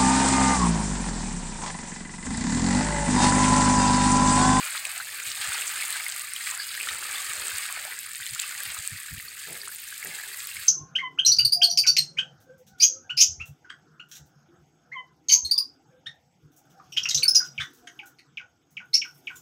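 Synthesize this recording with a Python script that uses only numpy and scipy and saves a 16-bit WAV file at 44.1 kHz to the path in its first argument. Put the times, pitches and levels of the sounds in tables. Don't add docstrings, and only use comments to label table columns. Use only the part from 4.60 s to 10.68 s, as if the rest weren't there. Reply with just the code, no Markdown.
import sys
import numpy as np
from scipy import signal
from scipy.fft import rfft, irfft, next_fast_len
from scipy.io import wavfile
from scipy.ndimage import map_coordinates

SR = 44100
rng = np.random.default_rng(int(sys.argv[2]) if len(sys.argv) > 2 else 0)


def inscribe(sig):
    pcm = np.round(np.clip(np.atleast_2d(sig).T, -1, 1) * 32767)
    wavfile.write(sys.argv[1], SR, pcm.astype(np.int16))


N = 268128
TIME = np.arange(N) / SR


def amp(db):
    return 10 ** (np.asarray(db) / 20)


def unit(x):
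    return x / np.sqrt(np.mean(x ** 2) + 1e-20)


def curves(rows):
    times, *columns = np.transpose(rows)
    return [np.interp(TIME, times, column) for column in columns]


def wobble(knots_per_s):
    return map_coordinates(rng.standard_normal(4096), [TIME * knots_per_s], mode="wrap")


def coloured(x, spectrum):
    m = next_fast_len(N + 8192, True)
    hz, db = np.transpose(spectrum)
    gain = amp(np.interp(np.log(np.fft.rfftfreq(m, 1 / SR) + 1), np.log(hz), db))
    cepstrum = irfft(np.log(gain), m)
    cepstrum[1:m // 2] *= 2
    cepstrum[m // 2 + 1:] = 0
    return irfft(rfft(x, m) * np.exp(rfft(cepstrum)), m)[:N]


def sizes(spread_db, count):
    return amp(spread_db * np.minimum(rng.exponential(size=count), np.log(90)))


def strays(per_s, level_db, scatter_db=5.5):
    draws = rng.standard_normal((200, 2))
    times = np.cumsum(rng.uniform(0, 2, 200)) / per_s
    return [(s, level_db[int(s * SR)] + scatter_db * a, b)
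            for s, (a, b) in zip(times, draws) if s * SR < N]


def landings(per_s, decay_s):
    hits = (rng.random(N) < per_s / SR) - per_s / SR
    jumps = signal.lfilter([1], [1, -np.exp(-1 / (decay_s * SR))], hits)
    return unit(np.minimum(unit(jumps), 2))


def impacts(per_s, spread_db):
    return unit((rng.random(N) < per_s / SR) * rng.choice([-1, 1], N) * sizes(spread_db, N))


def bubble(t, hz, t60_s, rise=0.16):
    swell = 1 - np.exp(-(hz * t) ** 2)
    return np.sin(2 * np.pi * hz * t * (1 + rise * t / t60_s)) * amp(-60 * t / t60_s) * swell


def swarm(centre_hz, octaves, cycles, spread_db, count, samples):
    start = rng.integers(0, N, (count, 1))
    hz = centre_hz * 2 ** (octaves * np.clip(rng.standard_normal((count, 1)), -2, 2))
    t60_s = cycles / hz * 2 ** rng.uniform(-0.68, 1, (count, 1))
    t = np.minimum(np.float32(np.arange(samples) / SR), np.float32(2 * t60_s))
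    rings = sizes(spread_db, count)[:, None] * bubble(t, np.float32(hz), np.float32(t60_s))
    return unit(np.bincount((start + np.arange(samples)).ravel(), rings.ravel(), N)[:N])


def air():
    # t/s, level/dB, Gaussian width/s
    puffs = [(0.689, -53.5, 0.015), (0.796, -57, .011), (0.89, -50, 0.0092), (2.34, -57, 0.016),
             (2.51, -61, .01), (2.703, -58, 0.01), (2.803, -56, 0.024), (2.946, -56.5, 0.017),
             (3.613, -60, .012), (3.73, -50, 0.016), (4.086, -56, 0.026), (4.197, -46, 0.0063),
             (4.339, -41, 0.015), (4.533, -39, 0.014), (4.58, -41, 0.0081), (4.65, -55, 0.017),
             (5.98, -57, 0.032)]
    # f/Hz, level/dB
    breeze_spectrum = [(15, -36), (40, -10), (70, 2.5), (105, 1.5), (170, -7), (260, -19.5), (500, -46),
                       (1500, -104)]
    rumble_spectrum = [(20, -23), (60, -2), (100, 4.5), (200, -5.5), (400, -10.5), (1000, -43),
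                       (8000, -22.5)]
    gusts = sum(amp(db) * np.exp(-.5 * ((TIME - s) / width_s) ** 2) for s, db, width_s in puffs)
    breeze = gusts * unit(coloured(rng.standard_normal(N), breeze_spectrum))
    return breeze + amp(-68) * unit(coloured(rng.standard_normal(N), rumble_spectrum))


def scuffs(attack_s=.022, tone_hz=400, tone_db=-57.5, tone_width_s=0.026):
    # t/s, level/dB, t60/s, tone delay/s
    rubs = [(4.865, -43.5, 0.55, 0.19), (5.439, -41, 0.34, 0.26)]
    # f/Hz, level/dB
    rub_spectrum = [(40, -16), (100, -4), (165, 2), (270, -7.5), (380, 1), (520, 2.5), (600, -6), (680, 2),
                    (760, -5), (850, -3.5), (1200, -15), (4000, -30)]
    envelope, t = np.zeros(N + SR), np.arange(SR // 2) / SR
    for s, db, t60_s, _ in rubs:
        envelope[round(s * SR):][:len(t)] += amp(db - 60 * t / t60_s) * (1 - np.exp(-t / attack_s))
    swells = sum(np.exp(-.5 * ((TIME - s - delay_s) / tone_width_s) ** 2) for s, _, _, delay_s in rubs)
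    tone = amp(tone_db) * swells * np.sin(2 * np.pi * tone_hz * TIME + 0.8 * wobble(110))
    return envelope[:N] * unit(coloured(rng.standard_normal(N), rub_spectrum)) + tone


def trough_echo(water, hop=2048, t60_s=.05, delay_s=.0012):
    t, window = np.arange(SR // 16) / SR, np.sqrt(np.hanning(2 * hop))
    padded, echo = np.pad(water, (hop, 2 * hop)), np.zeros(N + SR)
    for i in range(0, N + hop, hop):
        tail = rng.standard_normal(len(t)) * amp(-60 * t / t60_s) * (t > delay_s)
        piece = signal.fftconvolve(padded[i:i + 2 * hop] * window, tail / np.linalg.norm(tail))
        echo[i:i + len(piece)] += piece
    return coloured(echo[hop:hop + N], [(3000, 0), (8000, -6), (15000, -12)])


def squirts():
    # t/s, level/dB, length/s
    jets = [(1.982, -36, 0.063), (2.081, -37, 0.015)]
    # f/Hz, level/dB
    sizzle_spectrum = [(3000, -44), (4100, -9), (4400, 1), (5000, -3), (5400, -16), (7000, -41)]
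    envelope = np.zeros(N)
    for s, db, length_s in jets:
        progress = np.clip((TIME - s) / length_s, 0, 1)
        envelope += amp(db) * np.sqrt(np.abs(np.sin(np.pi * progress)))
    sizzle = swarm(4700, octaves=0.1, cycles=24, spread_db=0.5, count=6000, samples=260)
    return envelope * unit(coloured(sizzle, sizzle_spectrum))


def zips():
    # t/s, level/dB, start f/Hz, end f/Hz, length/s
    bursts = [(.1732, -29, 3010, 5170, 0.0079), (0.716, -22.5, 2440, 9100, 0.0027),
              (3.462, -28.5, 8500, 10100, 0.0034), (3.7934, -24, 2700, 4880, 0.0034),
              (5.0812, -23.5, 6600, 10800, 0.0019)]
    out, t = np.zeros(N + SR), np.arange(SR // 50) / SR
    for s, db, start_hz, end_hz, length_s in bursts:
        progress = np.clip(t / length_s, 0, 1)
        phase = 2 * np.pi * np.cumsum(start_hz * (end_hz / start_hz) ** progress) / SR
        envelope = np.sqrt(np.abs(np.sin(np.pi * progress)))
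        out[round(s * SR):][:len(t)] += amp(db) * envelope * np.sin(phase)
    return out[:N]


def smacks(crossover_hz=4470):
    # t/s, relative level/dB, t60/s, treble gain/dB
    hits = [(.2516, -19, .011, 2), (.6, -15.5, 0.017, -15), (.812, -21.5, 0.3, -6),
            (1.522, -19.5, 0.015, 5), (2.142, -17, .008, -4), (2.151, -15, 0.0098, -6),
            (2.2874, -9.5, 0.012, -16), (2.29, -22, 0.11, -16), (3.549, -26, 0.013, 8),
            (3.6655, -18, 0.011, 0), (3.797, -20, 0.03, 1), (3.818, -25.5, 0.2, 1), (4.101, -21, .07, -11),
            (4.953, -26, .015, -3), (5.054, -32, 0.033, 7), (5.8042, -21, 0.012, 2)]
    # f/Hz, level/dB
    slap_spectrum = [(400, -49), (1100, -9.5), (2200, 3.5), (4300, 4.5), (5800, -5), (8000, -4),
                     (10500, -22), (16000, -16)]
    out, t = np.zeros(N + SR), np.arange(SR // 5) / SR
    for s, db, t60_s, treble_db in hits:
        burst = rng.standard_normal(len(t)) * amp(-60 * t / t60_s)
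        burst[0] = 3
        body = signal.lfilter(*signal.butter(1, crossover_hz, fs=SR), burst)
        out[round(s * SR):][:len(t)] += amp(db - 5) * (body + amp(treble_db) * (burst - body))
    return coloured(out[:N], slap_spectrum)


def drops(level_db, t60_s=0.0027, crack_db=-6, stray_hz=8850):
    # t/s, relative level/dB, ping f/Hz
    loud = [(.1254, -20, 7900), (.2533, -13.5, 8450), (.3167, -17, 8400), (0.3793, -16.5, 8400),
            (.5467, -20, 8200), (.6372, -18.5, 8360), (.8501, -28, 8800), (.9399, -20, 8200),
            (1.0113, -14, 8100), (1.0697, -15, 8400), (1.0941, -16.5, 8400), (1.252, -14.5, 8300),
            (1.3055, -11.5, 9600), (1.3265, -13, 7800), (1.4834, -13, 8700), (1.5633, -16, 8400),
            (1.5857, -21, 9000), (1.5955, -14.5, 7800), (1.6195, -18, 8950), (1.7358, -13.5, 8600),
            (1.8607, -16, 7600), (1.9021, -18, 8000), (1.9762, -18, 8900), (2.1744, -19, 8900),
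            (2.2039, -19, 8600), (2.3364, -21, 8300), (2.3847, -18, 8100), (2.619, -18, 6700),
            (2.7346, -16, 7500), (2.8698, -15, 8400), (2.8824, -14, 7850), (2.972, -19, 8300),
            (2.9837, -12, 7940), (3.1257, -15, 7700), (3.251, -19, 8400), (3.3898, -16, 7800),
            (3.5163, -23, 8800), (3.5339, -18, 7700), (3.557, -18, 8300), (3.6646, -17.5, 7200),
            (3.709, -19, 8500), (3.7991, -9.5, 7350), (3.8142, -19, 8800), (3.8185, -16, 7400),
            (4.004, -16.5, 7750), (4.0312, -22, 9000), (4.1201, -19, 8400), (4.147, -20, 8400),
            (4.1888, -19, 7800), (4.2756, -9.5, 8350), (4.4449, -32, 8500), (4.4613, -23, 7900),
            (4.9289, -21.5, 10300), (4.9687, -27, 8100), (5.1489, -21, 14500), (5.202, -22, 14500),
            (5.4484, -18, 13500), (5.5569, -28, 7500), (5.772, -23, 12000), (5.8717, -16, 14800),
            (5.9479, -22.5, 10600)]
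    out, t = np.zeros(N + SR), np.arange(SR // 100) / SR
    stray = [(s, db, stray_hz * np.exp(0.23 * z))
             for s, db, z in strays(per_s=5, level_db=level_db + 9.5)]
    for s, db, hz in loud + stray:
        crack = np.diff(rng.standard_normal(len(t) + 1)) / 2 * amp(-60 * t / t60_s)
        attack = 1 - np.exp(-hz * t / 2)
        tick = (bubble(t, hz, t60_s, rise=0.048) + amp(crack_db) * crack) * attack
        out[round(s * SR):][:len(t)] += amp(db - 0.5) * tick / np.abs(tick).max()
    return out[:N]


def plops(level_db, stray_hz=2050, stray_octaves=0.226, stray_cycles=23):
    # t/s, relative level/dB, f/Hz, t60/s
    loud = [(.03, -20.5, 2330, 0.012), (.15, -21, 1280, 0.01), (0.2516, -16.5, 2450, 0.014),
            (.269, -37.5, 670, 0.045), (.401, -19, 1505, 0.017), (.407, -22, 1560, 0.016),
            (.842, -21.5, 1660, 0.014), (0.919, -21, 1410, 0.017), (.987, -21.5, 3320, 0.022),
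            (1.0213, -18, 2610, 0.01), (1.201, -22, 2460, 0.015), (1.223, -17.5, 2240, 0.025),
            (1.33, -18, 3880, 0.0053), (1.358, -24, 1490, .018), (1.399, -22.5, 2210, 0.023),
            (1.464, -17.5, 2090, 0.026), (1.7627, -19, 3100, 0.013), (1.872, -17.5, 2170, 0.0085),
            (1.921, -34, 980, 0.021), (1.938, -29.5, 1080, 0.013), (1.9973, -23.5, 1640, 0.038),
            (2.1135, -23.5, 3600, 0.0054), (2.1763, -21, 1880, .019), (2.201, -19, 2500, .011),
            (2.236, -24.5, 2390, 0.017), (2.272, -20.5, 1330, 0.01), (2.2875, -19, 1900, .012),
            (2.4255, -23, 1400, 0.015), (2.4498, -31.5, 1220, 0.021), (2.556, -23, 3420, 0.019),
            (2.915, -27, 1540, 0.025), (3.0883, -23, 1770, 0.0095), (3.1, -28, 1160, 0.015),
            (3.163, -25, 2200, 0.0075), (3.172, -35, 706, 0.019), (3.251, -36, 613, .03),
            (3.276, -35, 780, 0.024), (3.322, -22, 1840, 0.0063), (3.601, -29.5, 1490, 0.013),
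            (3.622, -26, 1870, .012), (3.631, -24, 3450, .009), (3.692, -23, 4650, .006),
            (3.76, -28.5, 1350, 0.026), (3.7945, -23, 2450, .01), (3.836, -23, 2550, 0.012),
            (3.8402, -31, 1220, 0.019), (3.911, -27, 1440, 0.018), (3.9501, -24.5, 1880, 0.013),
            (4.005, -27.5, 1600, .03), (4.167, -30, 1210, 0.015), (4.412, -34, 2380, 0.016),
            (4.484, -28.5, 1620, 0.026), (4.582, -29, 2700, .01), (4.599, -24.5, 1960, 0.0092),
            (4.683, -27, 4400, 0.018), (5.016, -21.5, 4550, 0.0088), (5.033, -30, 1680, 0.016),
            (5.075, -27, 1260, 0.016), (5.091, -30, 1480, 0.016), (5.119, -32, 1690, 0.017),
            (5.314, -34, 1740, .014), (5.325, -27, 1600, 0.017), (5.427, -22, 2090, 0.013),
            (5.436, -29, 1830, .012), (5.4587, -25, 1890, 0.013), (5.512, -29, 2130, .012),
            (5.586, -25.5, 1720, 0.012), (5.598, -24.5, 1750, 0.014), (5.635, -27.5, 1700, 0.032),
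            (5.715, -30, 1700, 0.015), (5.914, -26, 2650, 0.018), (5.9678, -21.5, 2180, 0.011)]
    swell_cycles = 0.7
    fragment_db, fragment_cycles, fragment_octaves = -11.5, 11.8, 0.5
    out, t = np.zeros(N + SR), np.arange(SR // 20) / SR
    stray = []
    for s, db, z in strays(per_s=5, level_db=level_db + 5.5):
        hz = stray_hz * 2 ** (stray_octaves * z)
        stray.append((s, db, hz, stray_cycles / hz))
    for s, db, hz, t60_s in loud + stray:
        ring = bubble(t, hz, t60_s, rise=0.075) * (1 - np.exp(-hz * t / swell_cycles))
        for late, higher in rng.random((4, 2)):
            age_s = np.maximum(t - late * .6 * t60_s, 0)
            fragment_hz = hz * 2 ** (fragment_octaves * (higher - 1 / 4))
            ring += amp(fragment_db) * bubble(age_s, fragment_hz, fragment_cycles / hz)
        out[round(s * SR):][:len(t)] += amp(db - 3.5) * ring / np.abs(ring).max()
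    return out[:N]


def puddle(level_db, lumps):
    # f/Hz, level/dB
    froth_spectrum = [(300, -39.5), (700, -22.5), (980, -16.5), (1170, -3.5), (1400, -3.5), (1550, -1.5),
                      (2600, -1.5), (2950, -10.5), (4600, -8), (5800, -31), (10000, -36)]
    trickle_spectrum = [(300, -63), (950, -15.5), (1180, -6), (1400, -8), (1620, -1), (2700, -2.5),
                        (3100, -25), (4600, 9.5), (5800, -14), (10000, -28)]
    glug_spectrum = [(250, -51), (500, -4), (680, -2.5), (850, 2), (1020, 1), (1600, -13), (4000, -63)]
    rush_spectrum = [(100, -15.5), (230, -7), (340, -0.5), (480, 3), (650, -2), (1000, -25.5), (4000, -68)]
    # t/s, glug level/dB, rush level/dB
    churn = [(0, -50, -62), (.1, -63, -85), (.3, -52, -81), (.42, -62, -71.5), (.65, -65, -66),
             (.92, -53, -63), (1.12, -58, -64), (1.4, -54, -73), (1.55, -61.5, -81), (1.7, -73, -85),
             (1.95, -58.5, -73), (2.08, -71, -73), (2.32, -59, -55), (2.48, -55.5, -61.5), (2.68, -62, -66),
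             (2.8, -55.5, -52), (3.08, -60.5, -72.5), (3.28, -55.5, -65), (3.4, -70, -73), (3.7, -76, -83),
             (3.8, -69, -75), (4.1, -58.5, -68), (4.42, -81, -82), (4.65, -74, -70), (5.2, -72, -85),
             (5.36, -78, -78), (5.58, -57, -72), (6.07, -77, -74)]
    froth = swarm(1902, octaves=0.665, cycles=21, spread_db=-1, count=8000, samples=420)
    froth = unit(coloured(froth + amp(4.5) * rng.standard_normal(N), froth_spectrum))
    trickle = swarm(2100, octaves=.42, cycles=18, spread_db=1.9, count=5000, samples=560)
    trickle = unit(coloured(trickle + amp(-8.5) * rng.standard_normal(N), trickle_spectrum))
    plunge = np.clip((level_db + 46) / 10, 0, 1)
    blend = np.sqrt(plunge) * froth + np.sqrt(1 - plunge) * trickle
    gurgle = unit(amp(0.34 * lumps + 1.63 * landings(per_s=54, decay_s=0.0097)) * blend)
    glugs = swarm(783, octaves=0.269, cycles=16.7, spread_db=0.8, count=1300, samples=1100)
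    glugs = unit(coloured(glugs + amp(-18) * rng.standard_normal(N), glug_spectrum))
    rush = unit(coloured(amp(3.5 * lumps) * rng.standard_normal(N), rush_spectrum))
    glug_db, rush_db = curves(churn)
    return amp(level_db - 0.65) * gurgle + amp(glug_db) * glugs + amp(rush_db) * rush


def splatter(level_db, lumps):
    # f/Hz, level/dB
    slap_spectrum = [(300, -54), (600, -39), (900, -27.5), (1400, -8.5), (2600, -1), (3500, -3.5),
                     (4700, -3.5), (5200, -5), (5600, -16), (5950, -21.5), (6400, -5.5), (7200, -8),
                     (8200, -1), (9200, -3), (10300, -14.5), (16000, -12)]
    spray_spectrum = [(2000, -23), (6000, -2), (8000, -16), (11300, 7), (12400, 4), (14000, 7.5),
                      (16000, 2)]
    average_pour_db, average_spray_db, spray_db_per_db = -38.5, -45.5, 0.31
    clusters = lumps + 0.5 * landings(per_s=720, decay_s=0.0033)
    slaps = impacts(per_s=4200, spread_db=2.5) + amp(-4) * rng.standard_normal(N)
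    slaps = unit(coloured(amp(2.7 * clusters + 0.79 * wobble(150)) * slaps, slap_spectrum))
    pips = swarm(4177, octaves=0.189, cycles=42, spread_db=5, count=4000, samples=220)
    fizz = swarm(7916, octaves=0.13, cycles=19.7, spread_db=3.5, count=9000, samples=200)
    fizz = unit(amp(2.64 * landings(per_s=250, decay_s=0.0022)) * fizz)
    splash = unit(slaps + amp(-11) * pips + amp(-2) * fizz)
    crackle = swarm(12040, octaves=0.54, cycles=13, spread_db=1.5, count=15000, samples=80)
    spray = crackle + amp(-1) * impacts(per_s=3000, spread_db=4) + amp(-10) * rng.standard_normal(N)
    spray = unit(coloured(amp(3.6 * landings(per_s=280, decay_s=0.0032)) * spray, spray_spectrum))
    spray_db = average_spray_db + spray_db_per_db * (level_db - average_pour_db)
    return amp(level_db + 1.1) * splash + amp(spray_db) * spray


def scene():
    # t/s, bubbling level/dB, splatter level/dB
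    pour = [(0, -38.5, -36), (.15, -38.5, -35.5), (.21, -41.5, -39), (0.33, -38.5, -36.5), (0.48, -46, -39),
            (0.62, -40, -40), (.68, -43, -36), (0.795, -40, -35.5), (0.82, -38, -33.5), (.9, -36.5, -33.5),
            (1.01, -35, -34.5), (1.07, -39.5, -35), (1.23, -38.5, -35), (1.42, -40.5, -37),
            (1.56, -42, -37), (1.71, -43, -40.5), (1.84, -42.5, -36), (1.87, -38, -33), (1.95, -41, -39.5),
            (2.08, -43.5, -39), (2.275, -40.5, -35.5), (2.295, -36.5, -36), (2.38, -40.5, -37.5),
            (2.55, -38.5, -36), (3.04, -39, -36), (3.15, -39, -38), (3.42, -46, -43), (3.72, -46.5, -38.5),
            (3.82, -43, -39.5), (3.89, -43, -39), (4.13, -41, -38.5), (4.25, -47.5, -40),
            (4.38, -44.5, -42), (4.75, -47.5, -46), (4.81, -46.5, -42), (4.92, -46, -43.5),
            (5.2, -52.5, -42), (5.42, -43.5, -42.5), (5.58, -45, -40.5), (6.07, -44.5, -41)]
    bubbling_db, splatter_db = curves(pour)
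    lumps = 0.5 * wobble(35) + 0.5 * landings(per_s=110, decay_s=0.0027)
    water = splatter(splatter_db, lumps) + puddle(bubbling_db, lumps)
    water += plops(bubbling_db) + drops(splatter_db) + zips() + smacks() + squirts()
    echo = amp(-10) * trough_echo(water)
    return (water + echo + air() + scuffs())[None]


def record(dry, cutoff_hz=15850):
    m = next_fast_len(N + 8192, True)
    return irfft(rfft(dry, m) * (np.fft.rfftfreq(m, 1 / SR) < cutoff_hz), m)[:, :N]


dry = scene()
out = record(dry)
inscribe(out)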